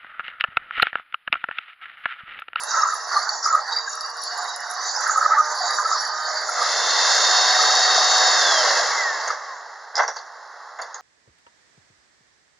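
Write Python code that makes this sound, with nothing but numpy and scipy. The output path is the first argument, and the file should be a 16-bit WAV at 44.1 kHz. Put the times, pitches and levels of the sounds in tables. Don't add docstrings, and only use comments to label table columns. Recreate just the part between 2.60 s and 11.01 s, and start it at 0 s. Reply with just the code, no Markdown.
import sys
import numpy as np
from scipy import signal
from scipy.fft import rfft, irfft
from scipy.io import wavfile
from scipy.ndimage import uniform_filter1d

SR = 44100
rng = np.random.default_rng(int(sys.argv[2]) if len(sys.argv) > 2 else 0)


def master_out(mix):
    frames = np.transpose(np.atleast_2d(mix))
    ceiling = np.clip(frames, -1, 1)
    pcm = np.round(ceiling * 32767).astype(np.int16)
    wavfile.write(sys.argv[1], SR, pcm)


N = 370881
TIME = np.arange(N) / SR
MAINS_PULL_HZ, SWITCH_OFF_S = 120, 5.78


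def from_db(db):
    return np.exp(np.asarray(db) * (np.log(10) / 20))


def unit_rms(x):
    return x / np.sqrt(np.mean(x ** 2) + 1e-20)


def envelopes(rows):
    times, *columns = np.transpose(rows)
    return [np.interp(TIME, times, column) for column in columns]


def at_hz(curve, hz):
    freqs, values = np.transpose(curve)
    return np.interp(np.log(hz), np.log(freqs), values)


def drift(rate):
    pole = np.exp(-80 * np.pi * rate / SR)
    slow = signal.lfilter([1], [1, -2 * pole, pole * pole], rng.standard_normal(N // 40 + 2002))[2000:]
    return np.interp(np.arange(N) / 40, np.arange(len(slow)), unit_rms(slow))


def resonate(x, hz, width_hz):
    r = np.exp(-np.pi * width_hz / SR)
    poles = [1, -2 * r * np.cos(2 * np.pi * hz / SR), r * r]
    return signal.lfilter(np.array([1, 0, -1]) * (1 - r * r) / 2, poles, x + 1e-18)


def resonate_twice(x, hz, width_hz, widen=1):
    return resonate(resonate(x, hz, width_hz), hz, widen * width_hz)


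def pan(x, lean_db):
    return np.array([x * from_db(lean_db / 2), x * from_db(-lean_db / 2)])


def fade(start, end, edge):
    return np.clip(np.minimum(TIME - start, end - TIME) / edge + .5, 0, 1)


def early_echoes(x, lean_db, echo_db):
    echoes = np.zeros((2, 2000))
    echoes[:, 60:] = rng.standard_normal((2, 1940)) * np.exp(-np.arange(1940) / SR / 0.01)
    echoes *= from_db(echo_db) / np.sqrt(np.sum(echoes ** 2, axis=1, keepdims=True))
    return pan(x, lean_db) + signal.fftconvolve(x[None], echoes, axes=1)[:, :N]


def mains_hum():
    return from_db(-48 + 3.6 * drift(4.8)) * np.sin(2 * np.pi * 2 * MAINS_PULL_HZ * TIME)


# frequency in Hz, left-right likeness from 0 to 1.
BED_LIKENESS = [(300, 0.98), (1000, 1), (2000, 0.97), (4500, 0.82), (7000, 0.7), (10000, 0.5)]
# frequency in Hz, left minus right in dB.
BED_PAN = [(300, -1.5), (600, -6), (1200, -1.5), (2500, -1.5), (5000, -2), (9500, -2)]


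def noise_bands():
    edges, white = 200 * 2 ** np.arange(0, 6.1, .25), rng.standard_normal((2, 2, N))
    for k, (low, high) in enumerate(zip(edges, edges[1:])):
        band = signal.butter(2, [low, high], "band", fs=SR, output="sos")
        mid, side = signal.sosfilt(band, white[k % 2])
        hz = np.sqrt(low * high)
        alike, lean = np.clip(at_hz(BED_LIKENESS, hz), 0, 1), from_db(at_hz(BED_PAN, hz) / 2)
        stereo = np.sqrt(1 + alike) * mid + np.sqrt(1 - alike) * side * [[1], [-1]]
        yield hz, stereo * [[lean], [1 / lean]]


# middle and length in seconds, then relative levels in dB
WALL_PASSES = [(0.138, 0.13, -53, -29.5, -26.5, -34, -46), (0.215, 0.15, -23, -56, -27.5, -32, -66),
               (0.35, 0.16, -36.5, -63, -39, -40, -46), (0.551, 0.15, -47, -34.5, -26.5, -22.5, -44),
               (0.698, 0.13, -42, -39, -32.5, -31, -70), (0.868, 0.06, -28, -31.5, -30.5, -19.5, -53),
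               (0.956, 0.12, -32.5, -61, -28, -24.5, -63), (1.143, 0.11, -49, -36.5, -26.5, -48, -75),
               (1.394, 0.19, -36.5, -36, -54, -56, -52), (1.811, 0.23, -63, -40, -28, -26, -53),
               (2.265, 0.18, -52, -36, -32, -21.5, -51), (2.477, 0.15, -29.5, -51, -23, -12, -42),
               (2.607, 0.083, -31, -55, -22.5, -39, -38.5), (2.726, 0.15, -47, -64, -22, -50, -59),
               (3.093, 0.14, -47, -32, -24, -43, -55), (3.293, 0.33, -34, -31.5, -26, -32, -47.5),
               (3.474, 0.13, -41, -56, -28, -45, -69), (3.737, 0.36, -59, -35, -26, -50, -51),
               (4.023, 0.11, -25.5, -49, -45, -49, -53)]


def pass_power():
    middle, length, *levels_db = np.transpose(WALL_PASSES)
    coarse = np.arange(0, N + 64, 64) / SR
    swells = np.exp(-((coarse - middle[:, None]) / (.5 * length[:, None])) ** 4)
    return np.array([np.interp(TIME, coarse, power) for power in from_db(levels_db) ** 2 @ swells])


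def add_power(steady_db, power):
    return 10 * np.log10(from_db(steady_db) ** 2 + power)


# frequency in Hz, relative level in dB.
ROOM_EQ = [(250, -0.5), (550, -2.5), (900, 7.5), (1800, 1), (2700, -29), (4600, 1), (7000, -32),
           (10000, -9.5)]
# time in seconds, then rumble, hiss and sizzle in relative dB.
RUSH_LEVELS = [(0.0, -28.5, -29, -28), (0.1, -33.5, -18, -60), (0.8, -38, -30.5, -59),
               (1.25, -35, -45, -74), (1.55, -38, -31, -62), (2.0, -34, -31, -61), (2.4, -25, -18.5, -58),
               (2.95, -25.5, -17, -47), (3.45, -58, -23, -73), (3.85, -37, -26, -55),
               (4.0, -24.5, -23, -44), (4.51, -21.5, -15.5, -36.5), (5.55, -21, -15.5, -38.5),
               (6.14, -20, -17.5, -38.5), (6.6, -28.5, -30.5, -56), (6.69, -26.5, -31.5, -47),
               (6.76, -33, -40, -63), (7.29, -48, -50.5, -80)]
# frequency in Hz, gain in dB.
SLOW_RUSH_EQ = [(250, -17), (500, -14.5), (900, -2.5), (1600, -2.5), (2200, -13), (3000, -76), (3800, -21),
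                (4800, -13), (7200, -9.5), (10000, -4)]
FAST_RUSH_EQ = [(250, -4.5), (500, -1.5), (900, 0.5), (1600, 0.5), (2700, -1), (3800, -1), (4800, 6.5),
                (6000, -2), (7200, 0), (10000, -1.5)]


def rush_and_room():
    rumble_db, hiss_db, sizzle_db = add_power(envelopes(RUSH_LEVELS), pass_power()[2:])
    fast = fade(3.844, 99, 0.35)
    patchy_db = 2.7 - 2.2 * fast
    balance = pan(fade(-1, 8.8, 0.64), -3 + 4.2 * fast)
    shared_drift, out = drift(0.99), np.zeros((2, N))
    chatter_db = 1.14 * fast * drift(120)
    for hz, noise in noise_bands():
        level_db = rumble_db + 8.5 if hz < 2400 else hiss_db + 7.5 if hz < 8000 else sizzle_db + 22
        colour_db = (1 - fast) * at_hz(SLOW_RUSH_EQ, hz) + fast * at_hz(FAST_RUSH_EQ, hz)
        patches_db = patchy_db * (.5 * shared_drift + 1.5 * drift(11.5))
        band_db = level_db + colour_db + patches_db + chatter_db * (hz > 3000)
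        rush = balance[:, ::8] * from_db(band_db[::8])
        hush = from_db(at_hz(ROOM_EQ, hz) - 35.5)
        out += np.repeat(np.hypot(rush, hush), 8, axis=1)[:, :N] * noise
    return out


def dough_spatter(per_s, level_db):
    sizzle_db = add_power(envelopes(RUSH_LEVELS)[2], pass_power()[4])
    density = from_db(6 * drift(9) + .6 * (np.clip(sizzle_db, -62, -45) + 55))
    onsets = rng.random((2, N)) < per_s * density / SR
    accent_db = 6.75 * np.minimum(rng.exponential(1, (2, N)), 3.5)
    sizes = from_db(level_db + accent_db + [[-6], [0]])
    decay = np.exp(-1 / (.003 * SR))
    bursts = signal.lfilter([1], [1, -decay], onsets * sizes * fade(-1, 4.46, 0.15) + 1e-18)
    return resonate_twice(bursts * rng.standard_normal((2, N)), hz=10100, width_hz=2200)


# start in seconds, relative level in dB, left minus right in dB.
BEATER_TICKS = [(0.0358, -24.5, -11), (0.343, -37, -15), (0.8609, -38, 7), (0.9522, -39, 17),
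                (1.2965, -47, -20.5), (1.354, -42, -25), (1.4085, -39, 10), (1.57, -39, -10),
                (1.619, -36, 0.5), (1.637, -27.5, 9), (1.777, -38, -22), (1.9617, -34.5, -27),
                (2.005, -38, -19), (2.1015, -36, -8), (2.112, -35, -24), (2.138, -42, -23),
                (2.406, -38, -7.0), (2.477, -31, 1.5), (2.5763, -34.5, -15), (3.109, -39, -17),
                (3.1985, -39, -1), (3.2809, -40, 0), (3.477, -40, -9), (4.121, -39, -5.5), (4.46, -39, 6),
                (4.551, -36, -9), (5.0275, -38, -12), (5.5767, -37, -6), (8.218, -42.5, 2)]


def beater_ticks():
    out, t = np.zeros((2, N + 2000)), np.arange(2000) / SR
    noises, chance = rng.standard_normal((len(BEATER_TICKS), 2, 2000)), rng.random((len(BEATER_TICKS), 2))
    for (start, db, lean_db), noise, (pitch, repeat) in zip(BEATER_TICKS, noises, chance):
        hz, at = 10400 + 900 * pitch, int(start * SR)
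        ping = np.sin(2 * np.pi * hz * t) * np.exp(-t / 0.00036) * (1 - np.exp(-t / 0.00012))
        ping += 0.8 * repeat * (start < SWITCH_OFF_S) * np.roll(ping, SR // MAINS_PULL_HZ)
        tail = 0.15 * resonate(noise, hz, 1300) * np.exp(-t / 0.018)
        out[:, at:at + 2000] += from_db(db + 42) * (pan(ping, lean_db) + tail)
    return out[:, :N]


# middle in seconds, length in seconds, level in dB, pitch in Hz.
WIRE_DRAGS = [(0.13, 0.1, -35, 3900), (0.195, 0.096, -27, 6500), (0.283, 0.043, -35, 4640),
              (0.585, 0.063, -26, 4350), (0.85, 0.038, -27, 5800), (0.906, 0.1, -27, 6780),
              (1.112, 0.069, -21, 4560), (1.203, 0.11, -23.5, 4690), (1.33, 0.068, -44, 5460),
              (1.467, 0.09, -29, 4650), (1.799, 0.093, -37, 7020), (1.87, 0.067, -37, 6700),
              (2.25, 0.1, -27.5, 6020), (2.25, 0.21, -32, 4750), (2.381, 0.13, -21.5, 4860),
              (3.098, 0.21, -25, 4640), (3.43, 0.055, -27, 6700), (3.658, 0.08, -22, 4530)]


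def wire_swishes():
    out, offsets = np.zeros(N), np.arange(-5000, 7000)
    t, grit = offsets / SR, from_db(3.7 * drift(65))
    for (middle, length, db, hz), noise in zip(WIRE_DRAGS, rng.standard_normal((len(WIRE_DRAGS), len(t)))):
        at = int(middle * SR) + offsets
        swish = unit_rms(resonate_twice(noise * grit[at], hz, width_hz=180))
        out[at] += from_db(db) * swish * np.exp(-(t / (.5 * length)) ** 4)
    return out


def tone_bursts(events, tail_stretch, gain_db=0):
    out, offsets = np.zeros(N), np.arange(-1500, 2500)
    t = offsets / SR
    for (peak_s, db, length, hz), (phase, detune) in zip(events, rng.random((len(events), 2))):
        swell = np.exp(-(t / (0.41 * length * np.where(t > 0, tail_stretch, 1))) ** 2)
        tone = np.sin(2 * np.pi * (hz * t + phase))
        tone += .18 * np.sin(2 * np.pi * hz * (.85 + .3 * detune) * t)
        at = int(peak_s * SR) + offsets
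        out[at[at >= 0]] += (from_db(db + gain_db) * swell * tone)[at >= 0]
    return out


def small_catches(drag_db, scatter_db, length_s, low_hz, high_hz, tail_stretch):
    blade_gap_s = 0.014
    late, span, pitch = rng.random((330, 3)).T
    times = (np.arange(len(late)) + 0.45 * late) * blade_gap_s
    db = drag_db[(times * SR).astype(int)] + scatter_db * rng.standard_normal(len(times))
    lengths, hz = length_s * 4 ** (span - .5), low_hz + (high_hz - low_hz) * pitch
    return tone_bursts(np.transpose([times, db, lengths, hz]), tail_stretch)


# pitch in Hz, width in Hz, gain in dB.
LOW_MODES = [(1008.6, 28, 1), (1137, 84, 2.5), (1587, 69, 1), (1758, 100, -4.5), (614.8, 30, -3.5),
             (915, 79, -12), (1863, 45, 1), (1944, 50, -11)]
HIGH_MODES = [(4617, 500, 2), (3840, 128, -2.5), (4990, 540, -6), (5670, 85, 0), (6210, 390, -15),
              (6820, 830, -11.5)]
# peak time in seconds, relative level in dB, length in seconds, pitch in Hz.
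WIRE_CLINKS = [(0.11, -15, 0.0068, 5870), (0.235, -20, 0.0062, 6430), (0.63, -27, 0.0067, 7000),
               (0.2212, -17, 0.008, 5470), (0.5674, -12, 0.0028, 4330), (0.6931, -4, 0.003, 4520),
               (0.8288, -17, 0.005, 5570), (0.8439, -11, 0.0041, 5030), (0.8559, -5, 0.0014, 5050),
               (0.9275, -15.5, 0.0037, 7150), (1.1294, -17, 0.0093, 4720), (1.1641, -11, 0.0063, 4730),
               (1.1715, -10, 0.0059, 4810), (1.1866, -11, 0.0035, 4740), (1.4093, -10, 0.00082, 4940),
               (2.3642, -12, 0.0055, 5250), (3.0806, -28, 0.0035, 4900), (3.106, -13.5, 0.0045, 4760),
               (3.325, -11, 0.0023, 4970)]


def steel_bowl():
    ring_power = pass_power()[:2]
    low_db, high_db = add_power([[-50.5], [-37.5]], ring_power)
    touching = fade(-1, 4.33, 0.13)
    through_dough = (1 - touching) * from_db(envelopes(RUSH_LEVELS)[0] + 12.5)
    low = touching * from_db(0.26 * low_db - 9 + 1.7 * drift(27)) + through_dough
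    high = touching * from_db(high_db + 20.5 + 1.5 * drift(43))
    high += through_dough * from_db(-4.5) * fade(-1, 7.4, .4)
    out = tone_bursts(WIRE_CLINKS, tail_stretch=2, gain_db=3) + wire_swishes()
    out += small_catches(low_db + 7, 2.5, length_s=.008, low_hz=1200, high_hz=1350, tail_stretch=1.3)
    out += small_catches(high_db + 10, 4, length_s=.002, low_hz=4400, high_hz=5800, tail_stretch=1.2)
    scrape = np.sqrt(ring_power[0]) * rng.standard_normal(N)
    out += from_db(20) * resonate_twice(scrape, hz=1240, width_hz=110)
    for drive, modes, damping_db in ((low, LOW_MODES, 2.5), (high, HIGH_MODES, 5)):
        shake = drive * rng.standard_normal(N)
        for hz, width_hz, db in modes:
            out += from_db(db + damping_db * drift(4.4)) * resonate_twice(shake, hz, width_hz, widen=1.1)
    return out


# peak time in seconds, level in dB, length in seconds, pitch in Hz.
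SHORT_RINGS = [(0.142, -17, 0.02, 1324), (0.177, -13, 0.014, 1270), (0.2225, -12.5, 0.0072, 1250),
               (0.2356, -7, 0.009, 1250), (0.2591, -12, 0.0038, 1190), (0.2883, -12, 0.0046, 1340),
               (0.3242, -15.5, 0.0062, 1280), (0.3371, -13.5, 0.0094, 1263), (0.535, -20, 0.013, 1150),
               (0.5686, -10.5, 0.023, 1184), (0.8628, -9.5, 0.0062, 1250), (0.875, -12, 0.0076, 1250),
               (0.888, -14, 0.0044, 1290), (0.911, -14.5, 0.017, 1347), (0.9362, -11, 0.028, 1264),
               (0.9517, -2.5, 0.0059, 1240), (0.965, -14, 0.0068, 1255), (0.977, -16, 0.0087, 1280),
               (0.992, -21, 0.0075, 1240), (1.2797, -20, 0.011, 1610), (2.4995, -10, 0.012, 1270),
               (2.5611, -7, 0.0057, 1240), (2.5806, -8, 0.016, 1280), (2.6149, -9.5, 0.01, 1290),
               (2.629, -9, 0.0066, 1270), (2.656, -12.5, 0.021, 1263), (2.6627, -8, 0.0054, 1240),
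               (2.71, -13, 0.0068, 1230), (2.7216, -8.5, 0.013, 1306), (2.7359, -8, 0.009, 1280),
               (2.7747, -12, 0.025, 1164), (2.7915, -8, 0.032, 1257), (2.806, -6, 0.014, 1252),
               (3.0107, -18, 0.012, 748), (3.045, -22.5, 0.037, 712), (3.112, -22.5, 0.047, 1210),
               (3.1869, -9, 0.0025, 1550), (3.195, -18, 0.045, 1212), (3.2593, -14, 0.018, 1317),
               (3.3162, -11, 0.0054, 1230), (3.3313, -13.5, 0.016, 1310), (3.352, -16.5, 0.01, 1200),
               (3.367, -22, 0.0082, 1190), (3.8932, -18, 0.015, 1360), (4.0211, -15, 0.0079, 1230),
               (4.578, -18, 0.006, 1530), (4.714, -18, 0.0057, 1580), (4.749, -18, 0.0071, 1620),
               (4.998, -13.5, 0.017, 1260), (5.0397, -12, 0.0052, 1270), (5.04, -18, 0.013, 1550),
               (5.1, -16, 0.015, 1280), (5.176, -15, 0.005, 1670), (5.195, -11, 0.0037, 700),
               (5.256, -14, 0.0047, 1230), (5.272, -20, 0.051, 1273), (5.365, -12.5, 0.0047, 1270),
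               (5.412, -17, 0.014, 1210), (5.3805, -9, 0.0045, 700), (5.871, -28, 0.0074, 1400),
               (6.063, -15, 0.0056, 1070), (6.107, -18, 0.0069, 1530), (6.1999, -13, 0.008, 680),
               (6.7058, -12, 0.0086, 1270)]


def short_rings():
    return tone_bursts(SHORT_RINGS, tail_stretch=1.4)


# pitch in Hz, relative level in dB, t60 in seconds.
WIRE_MODES = [(3530, -2, 0.22), (4620, -7, 0.39), (5000, 6, 0.12), (5710, -6.5, 0.52), (6430, -7.5, 0.36),
              (6800, -14, 0.15)]
# start in seconds, relative level in dB,
# thud t60 in seconds, clink trim in dB, clink pitch in Hz.
KNOCKS = [(6.676, -10.5, 0.047, -1, 6480), (6.704, -13, 0.1, -2.5, 4750), (7.341, -21, 0.088, -30, 5000),
          (7.354, -20, 0.2, 13.5, 4980), (7.368, -14, 0.32, 5, 5060), (7.379, -7.5, 0.13, 1, 5100),
          (7.391, -2.5, 0.16, -20, 4900), (7.399, -3.5, 0.081, -14.5, 3430), (7.42, -16.5, 0.2, -3, 5700),
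          (7.431, -10, 0.13, -9, 6100), (7.479, -10, 0.094, -1.5, 5600), (7.491, -18, 0.15, -10, 5630),
          (7.56, -17, 0.085, -5.5, 6400), (7.567, -30, 0.53, 13.5, 4640), (7.587, -34, 0.14, 9, 4440),
          (8.187, -15.5, 0.17, -18, 7000), (8.198, -40.5, 0.091, -28, 4550),
          (8.215, -13.5, 0.019, -9.5, 6700), (8.22, -24, 0.34, 4, 4600), (8.343, -29.5, 0.32, 12.5, 6600)]


def clatter():
    size, reach_hz = 9000, 1100
    out, t = np.zeros(N + size), np.arange(size) / SR
    casing = signal.butter(2, [450, 1800], "band", fs=SR, output="sos")
    wires = signal.butter(2, [3400, 7500], "band", fs=SR, output="sos")
    modes_hz, modes_db, modes_t60 = np.transpose(WIRE_MODES)[:, :, None]
    chance = rng.standard_normal((len(KNOCKS), 2, len(WIRE_MODES), 1))
    noises = rng.standard_normal((len(KNOCKS), 2, size))
    for (start, db, t60, trim_db, hz), (dull, bright), (accent, detune) in zip(KNOCKS, noises, chance):
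        thud = unit_rms(signal.sosfilt(casing, dull))
        thud *= from_db(-60 * t / max(t60, .02)) * (1 - np.exp(-t / 0.0018))
        buzz = 15 * uniform_filter1d(rng.standard_normal((len(WIRE_MODES), size)), 220)
        distance = np.minimum(np.abs(modes_hz - hz) / reach_hz, 1.2)
        ring_db = modes_db - 12.5 + 3 * accent - 9 * distance - 60 * t / modes_t60
        partials = np.sin(2 * np.pi * modes_hz * (1 + 0.0037 * detune) * t)
        ring = np.sum(buzz * from_db(ring_db) * partials, axis=0)
        ping = np.sin(2 * np.pi * hz * t) * np.exp(-t / 0.0048)
        rasp = 0.22 * unit_rms(resonate(bright, hz, 450)) * np.exp(-t / 0.01)
        snap = 0.4 * bright * np.exp(-t / 0.00071)
        fizz = 0.15 * signal.sosfilt(wires, bright) * np.exp(-t / 0.019)
        clink = (ring + ping + rasp + snap + fizz) * (1 - np.exp(-t / 0.00034))
        at = int(start * SR)
        out[at:at + size] += from_db(db - 7.5) * thud + from_db(db + trim_db + 1) * clink
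    return out[:N]


# time in seconds, turns per second.
SLOW_ROTOR = [(0, 224), (.15, 229), (.55, 228.4), (.68, 226.5), (.95, 231.7), (1.4, 230.9), (1.62, 239),
              (2.1, 240.6), (2.3, 248), (2.45, 273), (2.65, 295), (2.85, 304), (2.95, 305.5), (3.25, 303.6),
              (3.65, 311), (3.95, 312)]
FAST_ROTOR = [(3.9, 358.5), (4.2, 357.5), (4.65, 366.3), (4.95, 371), (5.2, 373), (5.45, 371.8),
              (5.76, 371), (5.85, 353.7), (5.95, 329.6), (6.25, 240), (6.45, 190), (6.55, 172), (6.75, 132),
              (6.95, 100), (7.2, 72)]
ROTOR_ORDERS = [10, 12, 2, 3, 36]
# time in seconds, then a level in dB per order (fast: the first three only).
SLOW_WHINE = [(0, -77, -38, -70, -73, -44), (.4, -68, -47, -44, -47, -45), (.9, -63, -64, -55, -59, -33),
              (1.3, -65, -46, -49, -69, -37), (1.8, -72, -41, -52.5, -37, -40),
              (2.2, -60, -42, -71, -41.5, -49), (2.45, -44, -61, -42, -54, -70),
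              (2.9, -74, -61, -36, -30.5, -70), (3.3, -46, -59, -42.5, -54, -70),
              (3.65, -36, -34, -34.5, -36, -70), (3.95, -57, -58, -37.5, -46, -70)]
FAST_WHINE = [(3.9, -33, -36, -38), (4.3, -15, -17, -38), (4.55, -16, -19, -35), (4.7, -12.5, -14, -28),
              (5.2, -11.5, -14, -25.5), (5.75, -11, -16, -25), (5.87, -16, -24, -27), (6.0, -9, -25, -23),
              (6.12, -24, -34, -28), (6.48, -22, -52, -55), (6.62, -38, -60, -66), (6.88, -37, -63, -66),
              (7.2, -55, -70, -70)]


def motor(speed, whine, companions, throb_depth, waver_db):
    turns_per_s = envelopes(speed)[0] * (1 + 0.0009 * drift(26))
    angle = 2 * np.pi * np.cumsum(turns_per_s) / SR
    throb = 1 + throb_depth * np.sin(2 * np.pi * MAINS_PULL_HZ * TIME)
    waver_db = waver_db + .5 * fade(SWITCH_OFF_S, 99, .2)
    shudder_db = 12 * fade(SWITCH_OFF_S + .38, 99, .25)
    levels_db, out = envelopes(whine), np.zeros(N)
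    for order, db in zip(ROTOR_ORDERS, levels_db):
        out += from_db(db + waver_db * drift(13)) * np.sin(order * angle)
    for order, db in companions:
        out += from_db(levels_db[2] + db + shudder_db + waver_db * drift(1.7)) * np.sin(order * angle)
    return out * throb * fade(speed[0][0] - .05, speed[-1][0], .15)


def scene():
    whine = motor(SLOW_ROTOR, SLOW_WHINE, companions=[(4, 1), (5, -4)], throb_depth=.44, waver_db=3.5)
    whine += motor(FAST_ROTOR, FAST_WHINE, companions=[(1, -8)], throb_depth=.1, waver_db=1.3)
    mix = early_echoes(whine + short_rings(), lean_db=-.8, echo_db=-16)
    mix += early_echoes(steel_bowl(), lean_db=-2.2, echo_db=-5.5)
    mix += early_echoes(clatter(), lean_db=-2, echo_db=-10)
    return mix + beater_ticks() + dough_spatter(per_s=82, level_db=-26.5) + rush_and_room() + mains_hum()


# frequency in Hz, gain in dB.
MASTER_EQ = [(120, -35), (240, -34.5), (450, -5.5), (720, -0.5), (2000, -0.5), (2250, -13), (2750, -15),
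             (3500, -10.5), (7100, -6), (7700, -27), (8400, -27.5), (10700, -18.5), (11300, -22.5),
             (12200, -40)]
# centre in Hz, half width in Hz, gain in dB.
SPECTRAL_NOTCHES = [(2418, 124, -24), (2999, 96, -17.5), (4960, 55, -10.5), (7960, 168, -53)]


def record(dry):
    size, top_hz = 2 ** 13, 12247
    hz = np.maximum(np.fft.rfftfreq(size, 1 / SR), 1)
    notches_db = sum(db * np.exp(-((hz - centre) / half) ** 2) for centre, half, db in SPECTRAL_NOTCHES)
    cepstrum = irfft(np.log(from_db(at_hz(MASTER_EQ, hz) + notches_db)))
    cepstrum[1:size // 2] *= 2
    response = irfft(np.exp(rfft(cepstrum[:size // 2 + 1], size)))
    coloured = signal.fftconvolve(dry, response[None], axes=1)[:, :N]
    rounded = 1.795 * np.tanh(coloured / 1.986)
    thinned = signal.lfilter(*signal.butter(2, 190, "high", fs=SR), rounded)
    return signal.sosfilt(signal.cheby2(12, 70, top_hz, fs=SR, output="sos"), thinned)


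dry = scene()
out = record(dry)
master_out(out)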